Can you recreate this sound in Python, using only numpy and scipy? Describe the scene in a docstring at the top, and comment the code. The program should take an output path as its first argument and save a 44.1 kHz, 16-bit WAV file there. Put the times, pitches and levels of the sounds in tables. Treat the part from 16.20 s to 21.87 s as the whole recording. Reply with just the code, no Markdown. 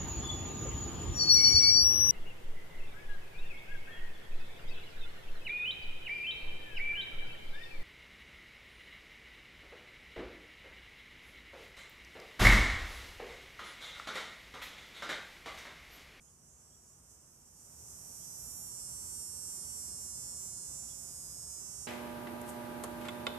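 """Low wind, a faint low hum and the hiss of distant cicadas come first, under a soft buzz overhead. That buzz
is a cicada in a tree: it winds up, swells to a hard, steady song, holds it and eases a little. Its tymbals, two
ribbed drum skins, buckle about 180 times a second and make its abdomen ring; the buzz's peaks shift as the
listener moves among the echoes. Two more cicadas sing and a bird chips. Wind, hum and distant cicadas get
louder together as the microphone's gain comes up."""
import sys
import numpy as np
from scipy import signal
from scipy.fft import rfft, irfft, next_fast_len
from scipy.io import wavfile
from scipy.ndimage import map_coordinates

SR = 44100
rng = np.random.default_rng(int(sys.argv[2]) if len(sys.argv) > 2 else 0)


def wav_out(sig):
    """Save sig, one row per channel (or a flat mono array), as 16-bit PCM at SR to the path in sys.argv[1]."""
    wavfile.write(sys.argv[1], SR, np.round(np.clip(np.atleast_2d(sig).T, -1, 1) * 32767).astype(np.int16))


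N = 250047
TOP_HZ = 15600  # the highest pitch heard
GAIN_AT_S, GAIN_RISE_S = 1.35, 0.29  # the background gets louder as the microphone's gain comes up


def amp(db):
    """Turns decibels into a number to multiply by."""
    return 10 ** (np.asarray(db) / 20)


def unit(x):
    """Scales a sound to an average (rms) strength of 1."""
    return x / np.sqrt(np.mean(x ** 2) + 1e-20)


def along(points, hz):
    """Reads a curve through (f/Hz, value) points, joined on a log pitch axis."""
    f, v = np.transpose(points)
    return np.interp(np.log(hz + 1), np.log(f + 1), v)


def lift(resonances, hz):
    """The dB that bell-shaped peaks and hollows add at each pitch."""
    return sum(db * np.exp(-((hz - centre) / width) ** 2) for centre, width, db in resonances)


def since(start_s):
    """Seconds gone by since a moment, 0 before it."""
    return np.maximum(np.arange(N) / SR - start_s, 0)


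def ramp(start_s, length_s):
    """A straight climb from 0 to 1."""
    return np.minimum(since(start_s) / length_s, 1)


def swell(start_s, rise_s):
    """A rise from 0 that levels off towards 1."""
    return 1 - np.exp(-since(start_s) / rise_s)


def wobble(rate):
    """A smooth curve through `rate` random values a second."""
    return map_coordinates(rng.standard_normal(int(N * rate / SR) + 4), [np.arange(N) * rate / SR])


def filtered(x, response):
    """Scales and delays each pitch in x as response(hz) says."""
    size = next_fast_len(N + SR // 4)
    return irfft(rfft(x, size) * response(np.fft.rfftfreq(size, 1 / SR)), size)[..., :N]


def panned(x, balance):
    """Leans each pitch left or right by (f/Hz, left minus right/dB) points."""
    return filtered(x, lambda hz: amp(np.outer([.5, -.5], along(balance, hz))))


def pulses(rate_hz, jitter_s, scatter_db):
    """One sharp pulse a cycle, each slightly off in time and size."""
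    cycle = np.cumsum(rate_hz) / SR
    at = np.interp(np.arange(1, int(cycle[-1])), cycle, np.arange(N))
    late, size = rng.standard_normal((len(at), 2)).T
    at = (at + late * jitter_s * SR)[:, None]
    # each pulse is drawn over 16 samples, so it can fall between two of them
    taps = np.floor(at).astype(int) + np.arange(-7, 9)
    shape = np.sinc(taps - at) * np.cos(np.pi * (taps - at) / 16) ** 2
    clicks = shape * amp(scatter_db * size)[:, None]
    return np.bincount(np.clip(taps, 0, N - 1).ravel(), clicks.ravel(), N)


def canopy(x, echo_s, sway_rate, paths=4):
    """Stereo echoes off leaves and branches; the paths take turns as they sway."""
    t = np.arange(SR // 4) / SR
    tails = rng.standard_normal((paths, 2, len(t))) * amp(-60 * t / echo_s)
    tails /= np.linalg.norm(tails, axis=-1, keepdims=True)
    shares = np.array([wobble(sway_rate) for _ in tails])
    shares /= np.sqrt(np.sum(shares ** 2, axis=0) + 0.47)
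    echoes = (signal.oaconvolve(x[None], tail, axes=1)[:, :N] for tail in tails)
    return sum(share * echo for share, echo in zip(shares, echoes))


# how strong the wind is at each pitch: f/Hz, level/dB
WIND_TONE = [(24, -54), (40, -7), (72, 1), (100, -6.5), (126, -2), (177, -10), (202, -12.5), (239, -7.5),
             (268, -16), (349, -14), (508, -18), (1040, -19), (1460, -22.5), (2050, -29.5), (2980, -29),
             (3600, -34), (4680, -38), (7920, -120)]
# how alike it sounds on the left and right: f/Hz, likeness (1 = the same)
WIND_LIKENESS = [(60, 0.96), (150, 0.95), (300, 0.86), (600, 0.76), (1200, 0.13), (3000, 0)]


def wind():
    """Moving air rumbles softly, alike on both sides in the bass."""
    def tone(hz):
        angle = np.arccos(np.clip(along(WIND_LIKENESS, hz), -1, 1)) / 2
        return amp(along(WIND_TONE, hz)) * [np.cos(angle), np.sin(angle)]

    shared, opposite = filtered(rng.standard_normal((2, N)), tone)
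    return unit(np.array([shared + opposite, shared - opposite])) * amp(0.47 * wobble(5.75))


# the two notes of the low hum: f/Hz, level against the wind/dB
HUM_NOTES = [(86.1, -14.5), (172.3, -14)]


def low_hum():
    """A faint, steady, low hum."""
    hum = np.zeros(N)
    for hz, db in HUM_NOTES:
        pitch_hz = hz + 1.22 * wobble(5)
        hum += amp(db) * unit(np.sin(2 * np.pi * np.cumsum(pitch_hz) / SR))
    return hum


# the low background leans left in the bass and right higher up: f/Hz, left minus right/dB
LOW_BALANCE = [(300, 1.5), (700, 1.5), (1400, -3), (3000, 0)]


def low_background(start_db=-66.5, gain_db=7.5):
    """Wind and hum, both louder once the microphone's gain comes up."""
    level_db = start_db + gain_db * swell(GAIN_AT_S, GAIN_RISE_S)
    return amp(level_db) * panned(wind() + low_hum(), LOW_BALANCE)


# the bird's faint calls: t/s, level/dB, f/Hz
BIRD_CHIPS = [(0.08, -84, 3300), (0.526, -80, 3370), (2.018, -74, 3360), (3.429, -72.5, 3400),
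              (3.497, -77, 2980), (4.687, -74, 2930), (4.706, -69, 3420)]


def bird(width_s=0.0162, arch_hz=240):
    """Short ragged chips that arch up in pitch and fall, blurred by the trees."""
    t = np.arange(N) / SR
    chips = np.zeros(N)
    for start_s, db, hz in BIRD_CHIPS:
        from_peak = (t - start_s - width_s / 2) / width_s
        pitch_hz = hz - arch_hz * np.tanh(from_peak) ** 2 + 120 * wobble(400)
        chips += amp(db) * np.exp(-from_peak ** 2 / 2) * np.sin(2 * np.pi * np.cumsum(pitch_hz) / SR)
    return amp(-.5) * chips + amp(.5) * canopy(chips, echo_s=0.057, sway_rate=0.74)


# two cicadas each slow down once: first f/Hz, last f/Hz, middle of the drop t/s, its time scale/s
NEIGHBOUR_BEATS = [(201, 197, 3.0, .16), (189.4, 186.9, 2.07, .07)]
# one gets quieter as it slows, the other louder: level before/dB, level after/dB
NEIGHBOUR_LEVELS = [(-4.5, -12), (-16, -7)]
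# the pitches at which they ring: f/Hz, width/Hz, boost/dB
NEIGHBOUR_PEAKS = [(4620, 60, 8.5), (5830, 80, 5.5), (6930, 87, 3.5), (8030, 93, 4), (8830, 42, 7.5),
                   (9170, 80, 8)]


def neighbours():
    """Two cicadas heard through the leaves, both beating faster than the near one."""
    pair = np.zeros((2, N))
    for beats, (first_db, last_db) in zip(NEIGHBOUR_BEATS, NEIGHBOUR_LEVELS):
        first_hz, last_hz, drop_at_s, drop_s = beats
        dropped = (1 + np.tanh((since(0) - drop_at_s) / (2 * drop_s))) / 2
        rate_hz = first_hz + (last_hz - first_hz) * dropped + 0.0812 * wobble(7)
        beat = pulses(rate_hz, jitter_s=3e-6, scatter_db=2.0)
        level_db = first_db + (last_db - first_db) * dropped + 1.34 * wobble(14)
        pair += amp(level_db) * unit(canopy(beat, echo_s=0.16, sway_rate=8, paths=6))
    return filtered(pair, lambda hz: amp(lift(NEIGHBOUR_PEAKS, hz)))


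# how strong the distant cicadas are at each pitch: f/Hz, level/dB
DISTANT_TONE = [(2500, -50), (4300, -31), (4750, -21.5), (5300, -10.5), (5800, -9), (6900, -4), (7900, -5),
                (9100, -11), (10000, -11.5), (11700, -16), (12800, -24), (15500, -30)]


def distant_cicadas(start_db=-63, gain_db=8):
    """The two neighbours and a far chorus blurred to a hiss, a little to the right."""
    pair = neighbours()
    chorus = amp(-11.5 + .8 * wobble(12)) * rng.standard_normal((2, N))
    far = unit(filtered(pair + chorus, lambda hz: amp(along(DISTANT_TONE, hz))))
    level_db = start_db + gain_db * swell(GAIN_AT_S, GAIN_RISE_S)
    return amp(level_db + np.array([[-2.5], [2]])) * far


def buckling(hz, lasts_s=.0013, ripple_s=0.00034, ripple_hz=2250):
    """A tymbal's ribs give way one after another, so each pitch of a snap leaves at its own moment."""
    delay_s = lasts_s * (1 - hz / TOP_HZ) + ripple_s * np.sin(2 * np.pi * hz / ripple_hz)
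    return np.exp(-2j * np.pi * np.cumsum(delay_s) * hz[1])


# the four snaps within one cycle: t/s, level/dB
CYCLE_SNAPS = [(0, 2), (.00105, -.6), (.0023, 2.2), (.00355, -0.1)]
# their rasp is strongest in the middle of the song's range: f/Hz, level/dB
RASP_TONE = [(4500, -20), (6000, -4), (7000, 0), (9000, -3), (12500, -12)]


def tymbals(wound_up, start_hz=176.8, song_hz=180, rasp_db=-20):
    """Two tymbals snap in and out once a cycle; the beat speeds up, quickly at first, then holds."""
    def four_snaps(hz, notch=0.15):  # notch, 0 to 1: how deeply the snaps cancel at some pitches
        total = sum(amp(db) * np.exp(-2j * np.pi * hz * delay_s) for delay_s, db in CYCLE_SNAPS)
        return total * (np.abs(total) + 1e-6) ** (notch - 1)

    rate_hz = start_hz + (song_hz - start_hz) * wound_up ** .52 + 0.0556 * wobble(20)
    beat = pulses(rate_hz, jitter_s=.7e-6, scatter_db=0.46)
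    snaps = unit(filtered(beat, lambda hz: four_snaps(hz) * buckling(hz)))
    # the ribs never buckle twice alike: every snap carries a rasp of its own
    rasp = filtered(snaps * rng.standard_normal(N), lambda hz: amp(along(RASP_TONE, hz)))
    return snaps + amp(rasp_db) * rasp


# how strongly the abdomen sends out each pitch: f/Hz, level/dB
ABDOMEN_TONE = [(2000, -84), (3200, -33.5), (3900, -27.5), (4500, -21.5), (5200, -9), (7200, -1.23),
                (9000, -3), (10500, -6), (11700, -9), (13000, -14.5), (15500, -24.5)]
# peaks and hollows of abdomen and branches, heard throughout: f/Hz, width/Hz, boost/dB
STEADY_PEAKS = [(4420, 120, 7.5), (4650, 80, -5.5), (5230, 80, 4.5), (5610, 120, 9.8), (6350, 90, 8.1),
                (6880, 80, 3.4), (7170, 110, 6.7), (7700, 110, 8.0), (8460, 300, 5.4), (9020, 80, -4.2),
                (9170, 80, 7.4), (9840, 230, 8.1), (10850, 580, -2.6), (11690, 160, 7.4), (11870, 80, -6.4),
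                (12480, 100, -7.3)]


def abdomen(snaps, colouring):
    """The snaps ring the abdomen, heard with one colouring from the echoes."""
    tone_db = lambda hz: along(ABDOMEN_TONE, hz) + lift(STEADY_PEAKS, hz) + lift(colouring, hz)
    return unit(filtered(snaps, lambda hz: amp(tone_db(hz))))


# six colourings in turn, where echoes add up or cancel: f/Hz, width/Hz, boost/dB
SWELLING_PEAKS = [(4510, 80, -15.3), (4680, 90, 8.5), (4860, 80, -14.1), (5020, 90, 5.9), (5860, 150, 15.9),
                  (6130, 80, -6.5), (6290, 80, 11.5), (6680, 1270, -8.7), (7010, 80, 12.4),
                  (9170, 130, -15.2), (9360, 90, 7.2), (9530, 80, -13.2), (10040, 200, -10.3),
                  (10800, 80, -7.9), (12570, 640, 10.8), (12790, 150, -11.3)]
CREST_PEAKS = [(4660, 780, -7.6), (5940, 90, 8.0), (6140, 150, -12.2), (6470, 90, -15.0), (7740, 80, -8.2),
               (8380, 320, -10.9), (8640, 80, 11.1), (8820, 90, -9.8), (9180, 130, -9.9), (9360, 80, 10.4),
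               (9540, 90, -11.2), (9910, 160, -14.8), (10350, 300, 6.4), (12210, 150, 16.0),
               (12930, 100, 9.6), (13120, 90, -13.4)]
FULL_PEAKS = [(3920, 190, -8.5), (5100, 100, -14.9), (5950, 80, -10.6), (6250, 100, -7.8),
              (6760, 220, -9.4), (8060, 170, -16.0), (8840, 80, 6.1), (9000, 110, -8.6), (9330, 90, -5.5),
              (9720, 80, -5.0), (10600, 90, -7.4), (11160, 80, -7.1), (11890, 130, -12.9),
              (12240, 110, -12.2), (12990, 150, -10.0), (13650, 110, -14.8)]
HOLDING_PEAKS = [(4670, 80, -8.2), (5060, 80, -10.4), (5380, 110, -4.5), (5800, 200, -8.6),
                 (6680, 80, -10.1), (6840, 90, 3.1), (7000, 80, -8.3), (7530, 160, -3.4), (8720, 270, -6.4),
                 (9400, 90, -12.0), (10200, 130, -6.2), (10600, 160, -14.6), (11460, 570, -3.6),
                 (12490, 260, -11.5), (13250, 130, -16.0), (14050, 160, -6.1)]
EASING_PEAKS = [(4240, 360, -8.7), (5120, 100, 8.0), (5660, 230, -11.2), (6120, 80, -10.2),
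                (6480, 80, -10.2), (7260, 130, -16.0), (7660, 140, -16.0), (8100, 80, -7.7),
                (8510, 100, -14.8), (8780, 90, -9.7), (9280, 120, -12.9), (10080, 300, -14.1),
                (11200, 210, -7.1), (12140, 100, -14.5), (12710, 220, -11.6), (14640, 110, -15.0)]
SETTLING_PEAKS = [(5040, 90, 9.4), (5390, 90, 8.6), (6140, 90, -10.1), (6300, 90, 5.9), (6480, 80, -15.3),
                  (6650, 90, 7.0), (7030, 90, 6.0), (7180, 80, -12.9), (7570, 80, -15.2), (8280, 80, 13.2),
                  (8580, 460, -7.2), (9010, 90, 10.2), (9180, 80, -12.9), (9730, 90, 5.1),
                  (10030, 180, -9.7), (14840, 100, 15.0)]
# the five fades from one colouring to the next: start t/s, length/s, level/dB
COLOUR_CHANGES = [(2.096, 0.19, 0.4), (2.39, .22, -.3), (3.5, 0.96, 0), (4.62, 0.26, -1),
                  (5.08, 0.32, 0.54)]


def shifting_colour(snaps):
    """The buzz's peaks shift as the listener moves among the echoes."""
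    song = abdomen(snaps, SWELLING_PEAKS)
    colourings = [CREST_PEAKS, FULL_PEAKS, HOLDING_PEAKS, EASING_PEAKS, SETTLING_PEAKS]
    for (start_s, length_s, db), colouring in zip(COLOUR_CHANGES, colourings):
        song = song + ramp(start_s, length_s) * (amp(db) * abdomen(snaps, colouring) - song)
    return song


EASE_AT_S = 3.58  # from here the near song slowly gets quieter and duller


def brightness(song, wound_up, slack_db=-3.5, taut_db=2.5, dull_db_per_s=2):
    """Harder snaps are brighter: the treble grows as the tymbals wind up and dulls as they ease."""
    treble = filtered(song, lambda hz: along([(9500, 0.24), (11500, 0.63)], hz))
    treble_db = slack_db + (taut_db - slack_db) * wound_up - dull_db_per_s * since(EASE_AT_S)
    waver_db = 0.6 * wobble(13)
    return song + (amp(treble_db + waver_db) - 1) * treble


def effort(start_db=-70.5, creep_db_per_s=5.5, swell_at_s=1.28, full_db=-43, ease_db_per_s=1.5):
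    """The near cicada's level in dB: it creeps up, swells to full song, holds and eases."""
    quiet_db = start_db + creep_db_per_s * np.minimum(since(0), swell_at_s)
    swell_db = (full_db - quiet_db) * swell(swell_at_s, rise_s=0.57)
    return quiet_db + swell_db - ease_db_per_s * since(EASE_AT_S) + 0.084 * wobble(5.1)


def near_branches(hz, lead_radians=1.6, ripple_hz=1130):
    """Nearby branches put the left side ahead of the right at some pitches, behind at others."""
    lead = lead_radians * np.tanh(4 * np.sin(2 * np.pi * hz / ripple_hz))
    return np.array([np.exp(1j * lead), np.ones(len(hz))])


# the near cicada sits to the right; only its highest pitches lean left: f/Hz, left minus right/dB
CICADA_BALANCE = [(4000, -10), (5600, -9), (7200, -10.5), (9000, -5), (11500, -10), (13500, 3.5)]


def cicada():
    """The cicada overhead: tymbals ring its abdomen, and the buzz comes down through the tree."""
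    wound_up = ramp(0, length_s=2.8)
    snaps = tymbals(wound_up)
    song = brightness(shifting_colour(snaps), wound_up)
    direct = filtered(song, near_branches)
    # moving leaves make every overtone flutter on its own, most on the shaded left side
    leaves = amp([[-5], [-17]]) * canopy(song, echo_s=0.16, sway_rate=9, paths=8)
    return amp(effort()) * unit(panned(direct + leaves, CICADA_BALANCE))


def scene():
    """Everything heard from under the tree."""
    return cicada() + distant_cicadas() + low_background() + bird()


def record(dry):
    """Cuts the deepest bass, below about 31 Hz, and everything above TOP_HZ."""
    return filtered(dry, lambda hz: (hz < TOP_HZ) * (1 - 1 / (1 + (hz / 31) ** 4)))


dry = scene()
out = record(dry)
wav_out(out)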